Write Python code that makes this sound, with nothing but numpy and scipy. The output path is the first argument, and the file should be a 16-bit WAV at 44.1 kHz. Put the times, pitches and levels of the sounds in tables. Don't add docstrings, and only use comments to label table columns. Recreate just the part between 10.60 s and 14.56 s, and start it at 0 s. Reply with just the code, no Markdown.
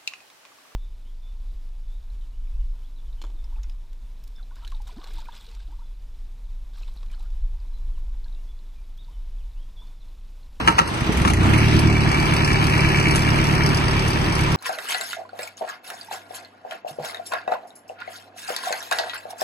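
import sys
import numpy as np
from scipy import signal
from scipy.fft import rfft, irfft, next_fast_len
from scipy.io import wavfile
from scipy.ndimage import uniform_filter1d

SR = 44100
rng = np.random.default_rng(int(sys.argv[2]) if len(sys.argv) > 2 else 0)


def gain_from_db(level_db):
    decades = np.asarray(level_db, float) / 20
    return 10 ** decades


def transcribe(signal):
    frames = np.atleast_2d(signal).T
    limited = np.clip(frames, -1, 1)
    pcm = np.round(limited * 32767).astype(np.int16)
    wavfile.write(sys.argv[1], SR, pcm)


N = 174636
TIME_S = np.arange(N) / SR


def level(x, rms_db):
    return x * gain_from_db(rms_db) / np.sqrt(np.mean(x ** 2))


def noise():
    return rng.standard_normal(N)


def band(x, hz, width_hz):
    return signal.lfilter(*signal.iirpeak(min(hz, 0.45 * SR), hz / width_hz, fs=SR), x)


def body(x, modes):
    out = 0
    for k, (hz, width_hz, db) in enumerate(modes):
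        out = out + (-1) ** k * gain_from_db(db) * band(x, hz, width_hz)
    return out


def fade(x, decay_s):
    return signal.lfilter([1], [1, -np.exp(-1 / (decay_s * SR))], x)


def late(x, lag_s):
    n = next_fast_len(N + 256)
    hz = np.arange(n // 2 + 1) * SR / n
    return irfft(rfft(x, n) * np.exp(-2j * np.pi * hz * lag_s), n)[:N]


def walk(rate_hz):
    hold = int(SR / rate_hz)
    steps = np.repeat(rng.standard_normal(N // hold + 1), hold)
    return 0.95 * uniform_filter1d(uniform_filter1d(steps, hold), hold)[:N]


def curves(table):
    start_s, *columns = np.array(table).T
    return [np.interp(TIME_S, start_s, column) for column in columns]


def hiss(spectrum, flicker_db):
    table_hz, table_db = np.array(spectrum).T
    out = 0
    for hz in 30 * 2 ** np.arange(0, 8.8, 0.5):
        db = np.interp(np.log(hz), np.log(table_hz), table_db, left=-60)
        gain = gain_from_db(db + flicker_db * walk(9))
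        out = out + gain * band(band(noise(), hz, hz / 2), hz, hz / 2)
    return out


def beats(cycle, angles, levels_db, scatter_db):
    jitter_cycles = 0.0019
    out, turns = np.zeros(N), np.arange(np.floor(cycle[0]), cycle[-1])
    for angle, db in zip(angles, levels_db):
        z = rng.standard_normal((len(turns), 2))
        passed = turns + angle + jitter_cycles * z[:, 0]
        at = np.interp(passed, cycle, np.arange(N), left=-1, right=-1).astype(int)
        inside = at >= 0
        np.add.at(out, at[inside], gain_from_db(db + scatter_db * z[inside, 1]))
    return out


# start_s, firing_hz
FIRING_RATE = [(0, 13), (.3, 15.9), (.4, 16.2), (.56, 20.2), (.7, 25.6), (.83, 30.9), (.95, 36.1),
               (1, 37.1), (1.32, 37.2), (1.49, 36.4), (1.6, 36.22), (3.3, 36.23), (3.96, 36.18)]


def crankshaft():
    firing_hz, = curves(FIRING_RATE)
    cycle = np.cumsum(firing_hz) / SR / 4
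    return firing_hz, cycle - cycle[int(1.6 * SR)]


# firing_multiple, level_db
DRONE_LINES = [(0.5, -30), (0.75, -23), (1, 0.5), (1.5, -17), (1.75, -45), (2, -5.5), (2.25, -17),
               (2.5, -13), (2.75, -18.5), (3, 0), (3.25, -12.5), (3.5, -10), (3.75, -21), (4, 1.5),
               (4.25, -10), (4.5, -4.5), (4.75, -6), (5, -15.5), (5.25, -12.5), (5.5, -15), (5.75, -19.5),
               (6, -24.5), (6.5, -16.5), (7, -15), (8, -14.5), (9, -15), (10.5, -12), (10.75, -13.5)]
# start_s, load_db
LOAD = [
    (.65, 8),
    (.85, 6),
    (1, 3.5),
    (1.4, 3.5),
    (1.6, 0),
]


def exhaust_drone(firing_hz, cycle):
    waver_db, even_per_db, deepen_per_db, favoured_multiple = 1.4, 1.2, 0.9, 2.5
    lead_turns, spread_turns = 0.58, -0.158
    load_db, = curves(LOAD)
    out = 0
    for k, db in DRONE_LINES:
        in_between = (k % 1 > 0) * even_per_db
        off_favour = deepen_per_db * (min(abs(k - favoured_multiple), 3) - 1)
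        gain = gain_from_db(db + waver_db * (walk(5) + walk(14)) - (in_between + off_favour) * load_db)
        out = out + gain * np.sin(2 * np.pi * k * (4 * cycle + lead_turns + spread_turns * k))
    catch_hz = 23.5
    return level(out, 0) / (1 + (catch_hz / firing_hz) ** 8)


# crank_angle_cycles, level_db
FIRINGS = [(0.069, -4.5), (0.327, -3), (0.572, -3), (0.816, 1)]
# crank_angle_cycles, level_db
INTAKES = [(0.201, -2), (0.437, -9.5), (.66, -5), (0.962, -16)]
# mode_hz, width_hz, level_db
PIPE = [(57, 49, -4.5), (176, 67, -0.5), (225, 17.6, 0), (252.4, 19.7, -3.5), (291, 37, -4.5),
        (318.4, 23, -1), (383, 17.3, -3.5)]
# mode_hz, width_hz, level_db
AIRBOX = [(207, 63, 4), (310, 266, -10.5), (377.5, 12, 1), (452, 42, -15), (605, 38, -9.5)]


def thumps(firing_hz, cycle):
    scatter_db = 2
    pipe = level(body(beats(cycle, *zip(*FIRINGS), scatter_db), PIPE), 0)
    air = level(body(beats(cycle, *zip(*INTAKES), scatter_db), AIRBOX), -7.5)
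    rumble = level(body(noise(), PIPE + AIRBOX), -12)
    return gain_from_db(0.5) * ((pipe + air) * np.sqrt(36 / firing_hz) + rumble)


# crank_angle_cycles, ring_db, puff_db
KNOCKS = [(0.112, 1.5, -2), (0.231, -0.5, 25.5), (0.351, 1.5, 11), (.492, 0.5, 22.5), (.6, 0, 6.5),
          (.672, -12, 15.5), (.745, 4, 9.5), (0.841, -2, 12), (0.871, 0, 13), (0.991, -3.5, 24)]
# mode_hz, width_hz, level_db
BLOCK = [(990, 180, -10.5), (1300, 300, -15.5), (1710, 130, -5.5), (2323, 40, 3.5), (2260, 1900, -14),
         (2552, 280, -1)]
# band_hz, width_hz, level_db
GAS = [(4540, 540, 3), (5410, 540, 6), (7840, 770, -1.5), (10380, 4800, -8.5)]


def injector_knocks(cycle):
    scatter_db = 2.5
    angles, ring_db, puff_db = zip(*KNOCKS)
    ring = body(fade(beats(cycle, angles, ring_db, scatter_db), 0.0036) * noise(), BLOCK)
    gas = body(fade(beats(cycle, angles, puff_db, scatter_db), 0.0062) * noise(), GAS)
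    gate = fade(beats(cycle, angles, np.zeros(len(angles)), 3.0), 0.004)
    return level(ring, 0.5), level(gas, 0.5), level(gate, 0)


# crank_angle_cycles, level_db
VALVES = [(.11, 9), (.27, 19), (.37, 1), (.61, 12), (.66, -2), (.77, 2), (.88, -4), (0.929, -16)]
# mode_hz, width_hz, level_db
COVER = [(530, 60, -3), (940, 160, 4), (1275, 61, -31.5)]


def valve_knocks(cycle):
    hits = fade(beats(cycle, *zip(*VALVES), 1.3), 0.0035)
    return level(body(hits * noise(), COVER), -0.5)


# band_hz, density_db_per_hz
FAN = [(300, 0.5), (700, -6.5), (950, 2), (1500, -5), (2500, -3), (4500, -22), (8500, -23.5),
       (11500, -22.5)]


def fan(gate):
    clatter_share = 0.8
    near = hiss(FAN, 2.34) * (1 - clatter_share + clatter_share * gate)
    wide = level(hiss(FAN, 2.2), 10.5)
    return level(near, 7), np.array([wide, wide[::-1]])


# start_s, drone_db, thump_db, knock_db, air_db
ENGINE_LEVELS = [(0.0, -35, -17, -46, -35.5), (0.04, -26, -42.5, -41, -42.5), (0.1, -26.5, -21, -49, -34.5),
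                 (0.14, -27, -45, -44, -42), (0.19, -23, -31.5, -52, -42), (0.33, -27, -57, -39, -40),
                 (0.51, -14, -26.5, -32, -38.5), (0.6, -11, -25, -30, -37.5), (0.68, -18, -21, -48, -40),
                 (0.751, -15, -23.5, -34, -44.5), (0.862, -16.5, -21, -30, -35),
                 (1.34, -16.5, -21.5, -32, -39), (1.52, -20.5, -26, -31.5, -37),
                 (1.93, -21, -26.5, -27.5, -36.5), (2.76, -21, -25, -30, -36.5),
                 (3.96, -22, -30, -37.5, -38.5)]


def engine():
    drone_gain, thump_gain, knock_gain, air_gain = (gain_from_db(db) for db in curves(ENGINE_LEVELS))
    firing_hz, cycle = crankshaft()
    exhaust = exhaust_drone(firing_hz, cycle) * drone_gain + thumps(firing_hz, cycle) * thump_gain
    ring, gas, gate = injector_knocks(cycle)
    near, wide = fan(gate)
    running = np.clip((TIME_S - 0.96) / 0.052, 0, 1)
    block = running * (ring * knock_gain + valve_knocks(cycle) * air_gain)
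    block = block + (running * gas + near) * air_gain
    return exhaust, block, wide * air_gain


# start_s, level_db, pitch_hz, treble_db
CRANKING = [(0.2737, -22, 947, -0.5), (0.3371, -19, 1230, -6), (0.37, -19.5, 1180, -20),
            (0.4048, -19, 1820, -8), (0.4659, -19.5, 1220, -31), (0.5206, -15.5, 1070, -9.5),
            (0.5695, -19, 2270, -3), (0.6138, -17.5, 945, -8), (0.653, -17.5, 1140, -9),
            (0.6748, -7.5, 1110, -18), (0.6977, -8, 802, -21), (0.7335, -14, 1990, -18),
            (0.7681, -18, 1910, -21), (0.803, -20, 2300, -21), (0.8308, -16, 1080, -12),
            (0.8639, -23, 1040, -14), (0.892, -19, 1560, -10), (0.9347, -11, 2280, -19),
            (0.9782, -16, 2300, -5)]


def cranking():
    rise_s, decay_s = 0.003, 0.007
    t, out = TIME_S[:N // 3], np.zeros(N)
    for start_s, db, pitch_hz, treble_db in CRANKING:
        u = np.maximum(t - start_s, 0)
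        envelope = gain_from_db(db - 4.5) * (1 - np.exp(-u / rise_s)) * np.exp(-u / decay_s)
        burst = envelope * rng.standard_normal(len(t))
        treble = band(burst, 5200, 2000) + 0.85 * band(burst, 8400, 1600)
        knock = 9 * band(burst, pitch_hz, 240) + 3 * band(burst, 2350, 590)
        out[:len(t)] += knock + gain_from_db(treble_db + 8.5) * treble
    return out


# start_s, level_db, pitch_hz, width_hz
THUDS = [(0.019, -25, 63.6, 1.7), (0.095, -14, 180, 37), (0.209, -15, 204, 65), (0.085, -17, 921, 12),
         (.198, -25.5, 533, 9), (.2, -32, 1117, 9), (0.42, -6.5, 134.5, 94), (.493, -1.5, 210, 100),
         (0.497, -16, 423, 28), (0.609, -8, 141, 30), (.65, -14, 1110, 54), (.706, -14, 149, 35),
         (3.36, -18, 1070, 50), (0.662, -10.5, 179, 55), (0.67, -14.5, 269, 26)]


def thuds():
    out = np.zeros(N)
    for start_s, db, pitch_hz, width_hz in THUDS:
        u = TIME_S - start_s
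        decay = (u > 0) * np.exp(-np.pi * width_hz * np.abs(u))
        out += gain_from_db(db) * decay * np.sin(2 * np.pi * pitch_hz * u)
    return out


# start_s, level_db, rise_s, decay_s
CLUNKS = [(0.072, -16, 0.0037, 0.0031), (0.081, -16, 0.0016, 0.0023), (0.089, -22.5, 0.0018, 0.0019),
          (.101, -36.5, .002, 0.0039), (0.177, -22, 0.0068, .004), (0.187, -12, 0.0026, 0.0021),
          (.195, -22, 0.0019, 0.0016), (.201, -30, .002, .005), (0.213, -32, 0.0024, 0.0054),
          (.648, -26, .0015, .006), (0.672, -28, 0.002, 0.005)]
# mode_hz, width_hz, level_db
CASING = [(520, 31, 2.5), (905, 110, 10.5), (1256, 124, 14), (1820, 360, 0), (2300, 300, -0.5),
          (2850, 450, 0.5), (5380, 1470, -11.5), (8480, 5800, -20)]


def clunks():
    envelope = np.zeros(N)
    for start_s, db, rise_s, decay_s in CLUNKS:
        u = np.maximum(TIME_S - start_s, 0)
        rise = np.minimum(u / rise_s, 1) ** 2
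        envelope += gain_from_db(db) * rise * np.exp(-np.maximum(u - rise_s, 0) / decay_s)
    rattle = noise() * gain_from_db(0.7 * walk(340))
    return 9 * body(envelope * rattle, CASING)


# start_s, level_db
TICKS = [(0.346, -28), (0.571, -23.5), (0.735, -20.5), (1.192, -19), (1.739, -22.5), (1.851, -42),
         (2.558, -13.5), (2.564, -19), (2.84, -26.5), (3.482, -21.5), (3.751, -33), (3.808, -23),
         (3.837, -26), (3.919, -31)]


def ticks():
    hits = np.zeros(N)
    for start_s, db in TICKS:
        hits[int(start_s * SR)] = gain_from_db(db)
    return band(fade(hits, 0.004) * noise(), 7800, 7000)


# band_hz, density_db_per_hz
YARD = [(35, 6), (60, 1), (160, 1), (450, -13), (1200, -19.5), (3400, -24.5), (6000, -31), (11500, -52.5)]


def yard():
    return level(hiss(YARD, 3.2), -26)


def echoes(x):
    decay_s, low_hz = 0.025, 240
    n = np.arange(4096)
    tails = rng.standard_normal((2, len(n))) * np.exp(-n / SR / decay_s)
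    x = signal.sosfilt(signal.butter(2, low_hz, "high", fs=SR, output="sos"), x)
    return gain_from_db(-6) * np.array([signal.fftconvolve(x, h / np.linalg.norm(h))[:N] for h in tails])


def scene():
    exhaust, block, wide = engine()
    clunk = clunks()
    low = exhaust + yard() + thuds()
    block = block + clunk + ticks() + cranking()
    shadowed = low - 0.37 * band(low, 268, 223)
    left = late(shadowed, 0.0002) + block + wide[0]
    right = low + late(block, 0.0004632) + wide[1]
    return np.array([left, right]) + echoes(low + block - 0.48 * clunk)


def dips(x, weak_bands):
    frame, strip_bins, top_hz, mic_low_hz = 2048, 8, 12300, 29.4
    hz, _, z = signal.stft(x, SR, nperseg=frame)
    z = z * ((hz < top_hz) / (1 + (mic_low_hz / np.maximum(hz, 1)) ** 8))[:, None]
    keep = np.ones(z.shape)
    for low_hz, high_hz, share, weight in weak_bands:
        below = np.sum(np.abs(z[(hz > low_hz / 2) & (hz < low_hz)]) ** 2, axis=0)
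        mask = uniform_filter1d(below, size=9) ** weight
        for k in range(np.searchsorted(hz, low_hz), np.searchsorted(hz, high_hz), strip_bins):
            power = np.sum(np.abs(z[k:k + strip_bins]) ** 2, axis=0)
            ratio = uniform_filter1d(power, size=2) / mask
            keep[k:k + strip_bins] = ratio > np.quantile(ratio, share)
    return signal.istft(z * keep, SR, nperseg=frame)[1][:N]


# low_hz, high_hz, dropped_share, below_weight
MID_DIPS = [(3050, 3750, .5, 1.25), (6800, 7500, .72, .6), (9200, 9650, .5, .3), (9650, 10850, .91, 0),
            (10850, 11200, .4, .3), (11700, 12300, .8, 0)]
# low_hz, high_hz, dropped_share, below_weight
SIDE_DIPS = [(2300, 2600, .3, 1), (3800, 4600, .45, 1), (5900, 8200, .45, 1), (8200, 8900, .85, 1),
             (11100, 11500, .85, .3), (11500, 12300, .98, 0)]


def thin_out(left, right):
    mid = dips((left + right) / 2, MID_DIPS)
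    side = dips((left - right) / 2, SIDE_DIPS)
    return np.array([mid + side, mid - side])


def low_pass(x):
    return signal.sosfilt(signal.butter(12, 13340, fs=SR, output="sos"), x)


def record(dry):
    left, right = np.tanh(0.8 * dry) / 0.81
    mix = thin_out(left, right)
    return low_pass(mix)


dry = scene()
out = record(dry)
transcribe(out)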